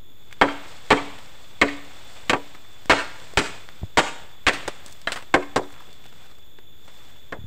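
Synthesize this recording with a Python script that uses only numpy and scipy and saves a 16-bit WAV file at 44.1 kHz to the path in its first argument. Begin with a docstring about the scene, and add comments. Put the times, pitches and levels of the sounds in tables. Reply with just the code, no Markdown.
"""Bamboo grove: a machete chops a green pole at arm's length. Each blow is an edge pulse, tearing-fibre noise,
damped modes of the hollow stem and a low push; the grove answers with decaying noise echoes.
The pole splits, takes two more blows and swings down through dry leaves, ending on a faint touch of the blade.
Leaf-like noise rises and falls and swells after blows; insects shrill steadily in narrow noise bands.
A hand bumps the camera, whose limiter catches the peaks."""
import sys
import numpy as np
from scipy import signal
from scipy.fft import rfft, irfft, next_fast_len
from scipy.io import wavfile
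from scipy.ndimage import uniform_filter1d, minimum_filter1d, map_coordinates

SR = 44100
rng = np.random.default_rng(int(sys.argv[2]) if len(sys.argv) > 2 else 0)


def persist_wave(psi):
    """Save psi, clipped to +-1, as 16-bit WAV."""
    counts = np.round(np.clip(psi, -1, 1) * 32767).astype(np.int16)
    wavfile.write(sys.argv[1], SR, np.atleast_2d(counts).T)


N = 329310

# All dB columns are relative levels.
# Low air rumble: (frequency [Hz], density [dB per Hz])
RUMBLE_COLOUR = [(15, -18.5), (55, -1.5), (110, -1.5), (180, -10), (400, -11.5), (1500, -36.5)]
# Insect bands: (centre [Hz], half-width at -6 dB [Hz], level [dB])
INSECT_BANDS = [(3473, 88, -58), (6870, 220, -70.5), (13350, 190, -68), (14270, 210, -65)]
# Lower leaf noise: (frequency [Hz], density [dB per Hz])
RUSTLE_COLOUR = [(88, -4.5), (150, -3.5), (271, -12), (409, -10.5), (496, -5.5), (2690, -9), (3530, -9.5),
                 (4000, -16), (5200, -40.5), (8800, -120)]
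# Upper leaf noise: (frequency [Hz], density [dB per Hz])
HISS_COLOUR = [(2500, -20), (4200, 4), (6000, 0.5), (8000, 0), (9500, -7.5), (12500, -13), (16000, -25.5)]
# Slow rise and fall of the background leaf-like noise: (time [s], level [dB])
NOISE_LEVEL = [(0.1, -72.5), (.7, -53.5), (1.6, -57.5), (2.2, -54), (2.8, -60.5), (3.25, -52.5),
               (3.85, -61), (4.4, -64.5), (4.75, -56.5), (5.3, -64), (5.8, -62), (6.25, -61), (6.7, -75),
               (6.95, -58.5), (7.47, -72)]
# Dry leaves crushed and brushed: (time [s], length [s], level [dB], centre [Hz])
LEAF_BRUSHES = [(0.305, 0.042, -46.5, 1900), (4.846, 0.14, -52.5, 6000), (4.854, 0.06, -54.5, 750),
                (5.139, 0.1, -42, 1300), (5.39, 0.08, -58, 1900), (5.605, 0.21, -61, 7000),
                (5.681, 0.2, -51.5, 1080), (5.894, 0.061, -58.5, 4500), (6, 0.12, -58.5, 2970),
                (6.19, .14, -56.5, 1050), (6.792, 0.17, -64, 5100), (6.853, 0.35, -63.5, 1540)]
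# Hand knocks on the camera: (time [s], level [dB], brightness limit [Hz])
HAND_BUMPS = [(3.817, -11, 190), (3.832, 0.5, 800), (7.388, -9.5, 149), (7.415, -13, 169),
              (7.441, -7.5, 150)]
# Heavily damped camera-body modes: (frequency [Hz], level [dB])
BODY_MODES = [(100, -14.5), (170, -18), (308, -19.5), (616, -13.5)]
# Ringing of the grove: (frequency [Hz], t60 [s])
GROVE_DECAY = [(150, 0.6), (500, 0.51), (1500, 0.7), (4000, 0.59), (12000, 0.54)]
# Spectrum of the grove's answer: (frequency [Hz], gain [dB])
GROVE_GAIN = [(60, -2.5), (250, -3), (700, 1.5), (1800, -0.5), (4000, 4), (8000, 7.5), (14000, 0)]
# Light blade contacts: (time [s], level [dB], brightness limit [Hz])
BLADE_TAPS = [(5.073, -19.5, 4630), (7.3254, -28, 1920)]
# Steel against the stem: (frequency [Hz], level [dB], t60 [s])
BLADE_MODES = [(677, -4, 0.048), (1436, -0.5, 0.047), (1710, -7, 0.013), (1680, 0, 0.054),
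               (1870, -0.5, 0.049), (2060, -5, 0.07), (2620, -5.5, 0.0325), (3150, 0, 0.034),
               (3930, -5.5, .04), (5940, -18, .035)]
# Splitting fibres, twigs, chips: (time [s], body [dB], snap [dB], crisp [dB], t60 [s])
BREAKS = [(1.187, -54, -45, -50.5, 0.048), (2.549, -56, -46.5, -56, 0.056), (2.858, -42, -55, -45, 0.014),
          (3.337, -42, -52, -47, 0.015), (3.689, -64, -37.5, -48, 0.0064), (4.534, -40.5, -43, -38, 0.14),
          (4.678, -26.5, -25.5, -31, 0.053), (4.862, -48, -62, -39, .025), (5.016, -68, -53, -47.5, .03),
          (5.073, -43, -28.5, -42, 0.19), (5.12, -41.5, -27.5, -30.5, 0.099),
          (5.159, -41.5, -31, -42, 0.11), (5.224, -48, -49, -53, 0.087), (5.728, -58, -60, -53, 0.02),
          (5.877, -53, -57.5, -81, 0.18), (6.056, -55, -49, -61, 0.052), (6.126, -60, -51, -58, 0.03),
          (6.314, -65, -56.5, -61, 0.048), (6.385, -72, -61, -59, .04), (6.587, -50.5, -48.5, -62, 0.04),
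          (6.879, -57, -47.5, -57, 0.13)]
# Bands of body, snap, crisp: (low edge [Hz], high edge [Hz])
BREAK_BANDS = [(250, 650), (650, 3000), (3000, 10000)]
# Blows: (time [s], thud [dB], hollow [dB], knock [dB], clack [dB], crack [dB], bite time [s],
#         stem ring [dB], grove echo [dB], leaves shaken [dB])
BLOWS = [(0.4134, -38, -16.5, -11.5, -14, -27.5, 0.0094, 0, 2.5, -41.5),
         (.905, -29, -15.5, -14.5, -14.5, -25.5, 0.017, 4, 3.5, -40),
         (1.615, -28, -18, -20, -9.5, -22, 0.0047, 2.5, 2, -43.5),
         (2.2964, -53, -21, -23.5, -15.5, -21.5, 0.0062, -25, -7, -54),
         (2.3322, -49, -22.5, -17, -21.5, -32, 0.0023, -13, -13, -55),
         (2.8967, -30, -19.5, -17.5, -13.5, -24, 0.026, -1.5, 7.5, -54),
         (3.373, -14.5, -19.5, -24, -16.5, -21, 0.022, -8, 5.5, -44),
         (3.9726, -25, -21, -16.5, -18, -21.5, 0.025, -7.5, 5.5, -43.5),
         (4.4667, -17, -25, -21.5, -14, -23.5, 0.022, -9.5, 2, -39.5),
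         (5.341, -44, -16, -14, -15.5, -21.5, 0.0033, -2.5, -3, -55.5),
         (5.561, -42, -20, -16.5, -24.5, -22.5, 0.0064, -5.5, -5.5, -60.5),
         (7.3239, -44, -29.5, -34, -41.5, -45, 0.0031, -52, -19, -72)]
# Blow bands: bass (hollow - 13 dB), hollow, knock, clack, crack: (low edge [Hz], high edge [Hz])
BLOW_BANDS = [(30, 160), (250, 650), (650, 1400), (1400, 3000), (3000, 10000)]
# Nominal stem modes: (frequency [Hz], level while whole [dB], level once split [dB], t60 [s])
STEM_MODES = [(167, -35, -13, 0.12), (284.7, -8.5, -10, 0.39), (370, -14.5, -0.5, 0.2),
              (428.5, -5, -5, 0.16), (514.6, -5, 0.5, 0.13), (591, -13.5, -8.5, 0.2), (671, -7, 0, 0.088),
              (772, 0, -5, 0.084), (944, 0.5, -19, 0.051), (976, -6.5, -8.5, 0.13), (1041, -8, -10, 0.059),
              (1068, 1.5, 10, 0.033), (1156, 1, -19, 0.067), (1547, -9.5, 15, 0.018), (1561, -1, 6.5, 0.05),
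              (1808, -3, -10, 0.079), (2183, 4.5, 7, 0.035), (2500, -10, -25, 0.084),
              (3187, -4, -28, 0.049)]
# Dense ringing of the stem wall: (frequency [Hz], t60 [s])
WALL_DECAY = [(60, .11), (300, 0.21), (900, .12), (2000, 0.088), (4000, 0.051), (12000, 0.078)]
# Microphone response: (frequency [Hz], gain [dB])
MICROPHONE_GAIN = [(30, 3), (110, 0), (170, 0.5), (270, 1.5), (4000, 1), (6200, -3), (7700, 2), (9500, -4),
                   (12000, -7.5), (15000, -2)]

SHAKE_RISE_S, SHAKE_FALL_DB_PER_S = 0.11, 64.5
BITE_FADE_DB = 2  # the blade slows as it sinks in
SPLIT_S = 5.1
TOP_HZ = 15700


def amp(db):
    """Amplitude of a level in dB."""
    return 10 ** (np.asarray(db) / 20)


def unit(x):
    """x scaled to rms 1."""
    return x / np.sqrt(np.mean(x ** 2) + 1e-20)


def clock_s(size):
    """Sample times [s]."""
    return np.arange(size) / SR


def along(points, hz):
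    """Interpolate (frequency [Hz], value) points on a log axis."""
    f, v = np.transpose(points)
    return np.interp(np.log(hz + 1), np.log(f + 1), v)


def filtered(x, response):
    """x times a gain that depends on frequency."""
    m = next_fast_len(len(x) + 4096)
    return irfft(rfft(x, m) * response(np.fft.rfftfreq(m, 1 / SR)), m)[:len(x)]


def coloured(x, colour):
    """x through a (frequency [Hz], gain [dB]) colour."""
    return filtered(x, lambda hz: amp(along(colour, hz)))


def noise(colour):
    """Coloured noise of rms 1."""
    return unit(coloured(rng.standard_normal(N), colour))


def wobble(knots_per_s):
    """Smooth random curve."""
    return map_coordinates(rng.standard_normal(400), [clock_s(N) * knots_per_s], mode="wrap")


def uneven_gain(size, knots_per_s, depth_db):
    """Random jagged gain of rms 1, as when fibres part or leaves crackle one after another."""
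    knots = rng.standard_normal(2048)
    curve = map_coordinates(knots, [clock_s(size) * knots_per_s], order=1, mode="wrap")
    return unit(amp(depth_db * curve))


def add(track, s, sound):
    """Mix a sound into the track at time s."""
    part = track[max(round(s * SR), 0):][:len(sound)]
    part += sound[:len(part)]


def density(bands, levels_db):
    """Band levels as (frequency [Hz], gain [dB]) for white noise."""
    return [(np.sqrt(lo * hi), db - 10 * np.log10(2 * (hi - lo) / SR))
            for (lo, hi), db in zip(bands, levels_db)]


def dense_ringing(colour, decay, hold_s, size):
    """Noise that holds, then dies at its own speed at each frequency."""
    hz, t, z = signal.stft(rng.standard_normal(size), SR, nperseg=128)
    z = z * amp(-60 * np.maximum(t - hold_s, 0) / along(decay, hz)[:, None])
    return coloured(signal.istft(z, SR, nperseg=128)[1][:size], colour)


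def insects():
    """A distant chorus: narrow shrill noise bands that waver a little."""
    out = np.zeros(N)
    for centre_hz, width_hz, db in INSECT_BANDS:
        band = filtered(rng.standard_normal(N), lambda hz: 1 / (1 + ((hz - centre_hz) / width_hz) ** 2))
        out += amp(db + 0.4 * wobble(3)) * unit(band)
    return out


def shaking():
    """Every blow sets the leaves trembling: quick swell, then steady fall; powers add."""
    power, t = np.zeros(N), clock_s(2 * SR)
    settling = amp(-SHAKE_FALL_DB_PER_S * np.maximum(t - SHAKE_RISE_S, 0))
    swell = np.minimum(t / SHAKE_RISE_S, 1) * settling
    for s, *_, shaken_db in BLOWS:
        add(power, s, (amp(shaken_db) * swell) ** 2)
    return np.sqrt(power)


def leaves(rustle_db=4, hiss_db=0.0, shaken_hiss_db=-11, calm_db=-64, rumble_db=-57):
    """Grainy leaf-like noise that rises and falls and swells after blows, over a low rumble of air."""
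    level = amp(np.interp(clock_s(N), *np.transpose(NOISE_LEVEL)))
    shake = shaking()
    stir = amp(0.8 * wobble(10))
    rustle = np.sqrt((amp(rustle_db) * level) ** 2 + shake ** 2 + amp(calm_db) ** 2)
    hiss = np.hypot(amp(hiss_db) * level, amp(shaken_hiss_db) * shake)
    low = rustle * noise(RUSTLE_COLOUR) * uneven_gain(N, knots_per_s=170, depth_db=1.5)
    high = hiss * noise(HISS_COLOUR) * uneven_gain(N, knots_per_s=66, depth_db=1.1)
    return stir * (low + high) + amp(rumble_db) * noise(RUMBLE_COLOUR)


def crackles(per_s=16, over_db=6, spread_db=3, centre_hz=2600, life_s=0.0017):
    """Random dry ticks of decaying noise, louder when the background noise is louder."""
    out, t = np.zeros(N), clock_s(SR // 30)
    gaps, sizes = rng.exponential(size=(300, 2)).T
    for s, size in zip(np.cumsum(gaps) / per_s, np.minimum(sizes, 2)):
        pitch_hz = centre_hz * 2 ** rng.uniform(-1, 1)
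        tick = filtered(rng.standard_normal(len(t)), lambda hz: 1 / (1 + np.log2((hz + 1) / pitch_hz) ** 4))
        db = np.interp(s, *np.transpose(NOISE_LEVEL)) + over_db + spread_db * size
        add(out, s, amp(db) * unit(tick) * np.exp(-t / life_s))
    return out


def brushes(life_s=0.0019, grains_per_s=110):
    """Leaves give way in a swarm of tiny crackles, mostly weak and a few strong."""
    out, t = np.zeros(N), clock_s(SR // 2)
    for s, length_s, db, centre_hz in LEAF_BRUSHES:
        hits = rng.random(len(t)) < grains_per_s / SR
        sizes = hits * amp(5 * np.minimum(rng.exponential(size=len(t)), 3))
        decaying = signal.lfilter([1], [1, -np.exp(-1 / (life_s * SR))], sizes)
        grains = unit(decaying) + 0.53  # steady noise under the grains
        crackle = filtered(grains * rng.standard_normal(len(t)),
                           lambda hz: 1 / (1 + (1.1 * np.log2((hz + 1) / centre_hz)) ** 2))
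        envelope = np.sqrt(np.abs(np.sin(np.pi * np.minimum(t / length_s, 1))))
        add(out, s, amp(db) * unit(crackle) * envelope)
    return out


def bumps(cycles=0.8):
    """Heavily damped modes of the camera body, duller when the touch is soft."""
    out, t = np.zeros(N), clock_s(SR // 8)
    hz, mode_db = np.transpose(BODY_MODES)[:, :, None]
    for s, db, limit_hz in HAND_BUMPS:
        modes = amp(db + mode_db) * np.sin(2 * np.pi * hz * t) * np.exp(-t * hz / cycles)
        dulled = modes / (1 + (hz / limit_hz) ** 4)
        add(out, s, dulled.sum(0) * (1 - np.exp(-t / .002)))
    return out


def grove(x, swell_s):
    """Scattered answer of surrounding stems, too thin to throw back much bass."""
    t = clock_s(SR // 2)
    tail = dense_ringing(GROVE_GAIN, GROVE_DECAY, 0, len(t)) * (1 - np.exp(-t / swell_s))
    return signal.fftconvolve(x, tail / np.linalg.norm(tail))


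def thicket(x, t60_s):
    """A clump of stems some metres off throws back a short, grainy echo without bass."""
    t = clock_s(SR // 4)
    grain = uneven_gain(len(t), knots_per_s=310, depth_db=14.0)
    tail = rng.standard_normal(len(t)) * amp(-60 * t / t60_s) * grain
    echo = signal.fftconvolve(x, tail / np.linalg.norm(tail))
    return filtered(echo, lambda hz: hz ** 2 / (hz ** 2 + 450 ** 2))


def taps():
    """The blade only touches the stem: damped modes in a dry clink, duller when the contact is soft."""
    out, t = np.zeros(N), clock_s(SR // 6)
    hz, mode_db, t60_s = np.transpose(BLADE_MODES)[:, :, None]
    for s, db, limit_hz in BLADE_TAPS:
        wave = np.sin(2 * np.pi * (hz * t + rng.random(hz.shape)))
        modes = amp(db + mode_db - 60 * t / t60_s) * wave
        add(out, s, (modes / np.sqrt(1 + (hz / limit_hz) ** 6)).sum(0))
    return out


def snaps(snap_db=3, click_db=3):
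    """Brittle breaks: one sharp tick and a short crackle of noise."""
    out, t = np.zeros(N), clock_s(SR // 4)
    for s, body_db, crack_db, crisp_db, t60_s in BREAKS:
        colour = density(BREAK_BANDS, [body_db, crack_db, crisp_db])
        bass_db, treble_db = colour[0][1], colour[-1][1]
        colour = [(40, bass_db - 9)] + colour + [(8500, treble_db - 3), (14000, treble_db - 17)]
        burst = coloured(rng.standard_normal(len(t)), colour)
        envelope = 1000 ** (-t / t60_s) + amp(click_db) * np.exp(-t / .001)
        grain = uneven_gain(len(t), knots_per_s=515, depth_db=-1)
        add(out, s, amp(snap_db) * burst * envelope * grain)
    return out


def struck(colour, size):
    """Edge impact: the sharpest causal (minimum-phase) pulse of a given colour."""
    cepstrum = irfft(np.log(amp(along(colour, np.fft.rfftfreq(4096, 1 / SR)))))
    cepstrum[1:2048] *= 2  # fold to minimum phase
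    cepstrum[2049:] = 0
    return np.pad(irfft(np.exp(rfft(cepstrum))), (0, size - 4096))


def torn_wall(colour, bite_s, t):
    """Fibres tear while the blade bites, then the stem wall rings on densely."""
    wall = dense_ringing(colour, WALL_DECAY, bite_s, len(t))
    wall = wall * uneven_gain(len(t), knots_per_s=700, depth_db=2.5)
    wall = wall * amp(BITE_FADE_DB * (.5 - np.minimum(t / bite_s, 1)))
    # the treble cracks at once; the heavy stem takes a moment to move
    low = filtered(wall, lambda f: 1 / (1 + (f / 1400) ** 4))
    return wall - low * np.exp(-t / 0.00072)


def stem_ring(s, ring_db, knock_db, clack_db, t):
    """Damped modes of the hollow stem, rebalanced once it has split."""
    hz, whole_db, split_db, t60_s = np.transpose(STEM_MODES)[:, :, None]
    # the air column follows the weight of the blow, the wall modes its hardness
    drive_db = np.interp(hz, [300, 900, 2000], [ring_db, knock_db + 16, clack_db + 16])
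    mode_db = whole_db if s < SPLIT_S else split_db
    level_db = mode_db + drive_db + rng.normal(0, 1.8, hz.shape)
    pitch_hz = hz * (1 + rng.normal(0, 0.0019, hz.shape))  # each blow rings at slightly different pitches
    wave = np.sin(2 * np.pi * (pitch_hz * t + rng.random(hz.shape)))
    modes = amp(level_db - 60 * t / t60_s) * wave
    return modes.sum(0) * (1 - np.exp(-t / 0.0057))


def pole_push(db, t):
    """The whole pole gives way once under the blade: a brief 60 Hz swing."""
    return amp(db) * np.sin(2 * np.pi * 60 * t) * t / 0.0049 * np.exp(1 - t / 0.0024)


def chops(wall_db=-1.0, modes_db=-14, edge_db=17, push_db=3.5, grove_db=-18, thicket_db=-21):
    """Each blow: the edge strikes, fibres tear, the stem rings and the grove answers."""
    out, t = np.zeros(N), clock_s(SR // 2)
    for s, thud_db, hollow_db, knock_db, clack_db, crack_db, bite_s, ring_db, echo_db, _ in BLOWS:
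        colour = density(BLOW_BANDS, [hollow_db - 13, hollow_db, knock_db, clack_db, crack_db])
        treble_db = colour[-1][1]
        colour += [(8000, treble_db - 5), (10500, treble_db - 15), (15000, treble_db - 24)]
        blow = amp(edge_db) * struck(colour, len(t))
        blow = blow + amp(wall_db) * torn_wall(colour, bite_s, t)
        blow = blow + amp(modes_db) * stem_ring(s, ring_db, knock_db, clack_db, t)
        add(out, s, blow + pole_push(thud_db + push_db, t))
        add(out, s + .02, amp(echo_db + grove_db) * grove(blow, swell_s=0.0043))
        add(out, s + .064, amp(echo_db + thicket_db) * thicket(blow, t60_s=0.085))
    return out


def scene():
    """Insects, leaves, hand on the camera, small breaks with their echo, blows."""
    background = insects() + leaves() + crackles() + brushes() + bumps()
    breaks = snaps() + taps()
    echo = np.zeros(N)
    add(echo, .02, amp(-21.0) * grove(breaks, swell_s=.008))
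    return background + breaks + echo + chops()


def record(dry, ceiling=.72, offset=-0.02):
    """Microphone colour, fast limiter, band limit, then the converter's small constant offset."""
    heard = coloured(dry, MICROPHONE_GAIN)
    need = np.minimum(1, ceiling / (np.abs(heard) + 1e-9))
    gain = uniform_filter1d(minimum_filter1d(need, size=41), size=41)  # sizes in samples
    return filtered(heard * gain, lambda hz: hz < TOP_HZ) + offset


dry = scene()
out = record(dry)
persist_wave(out)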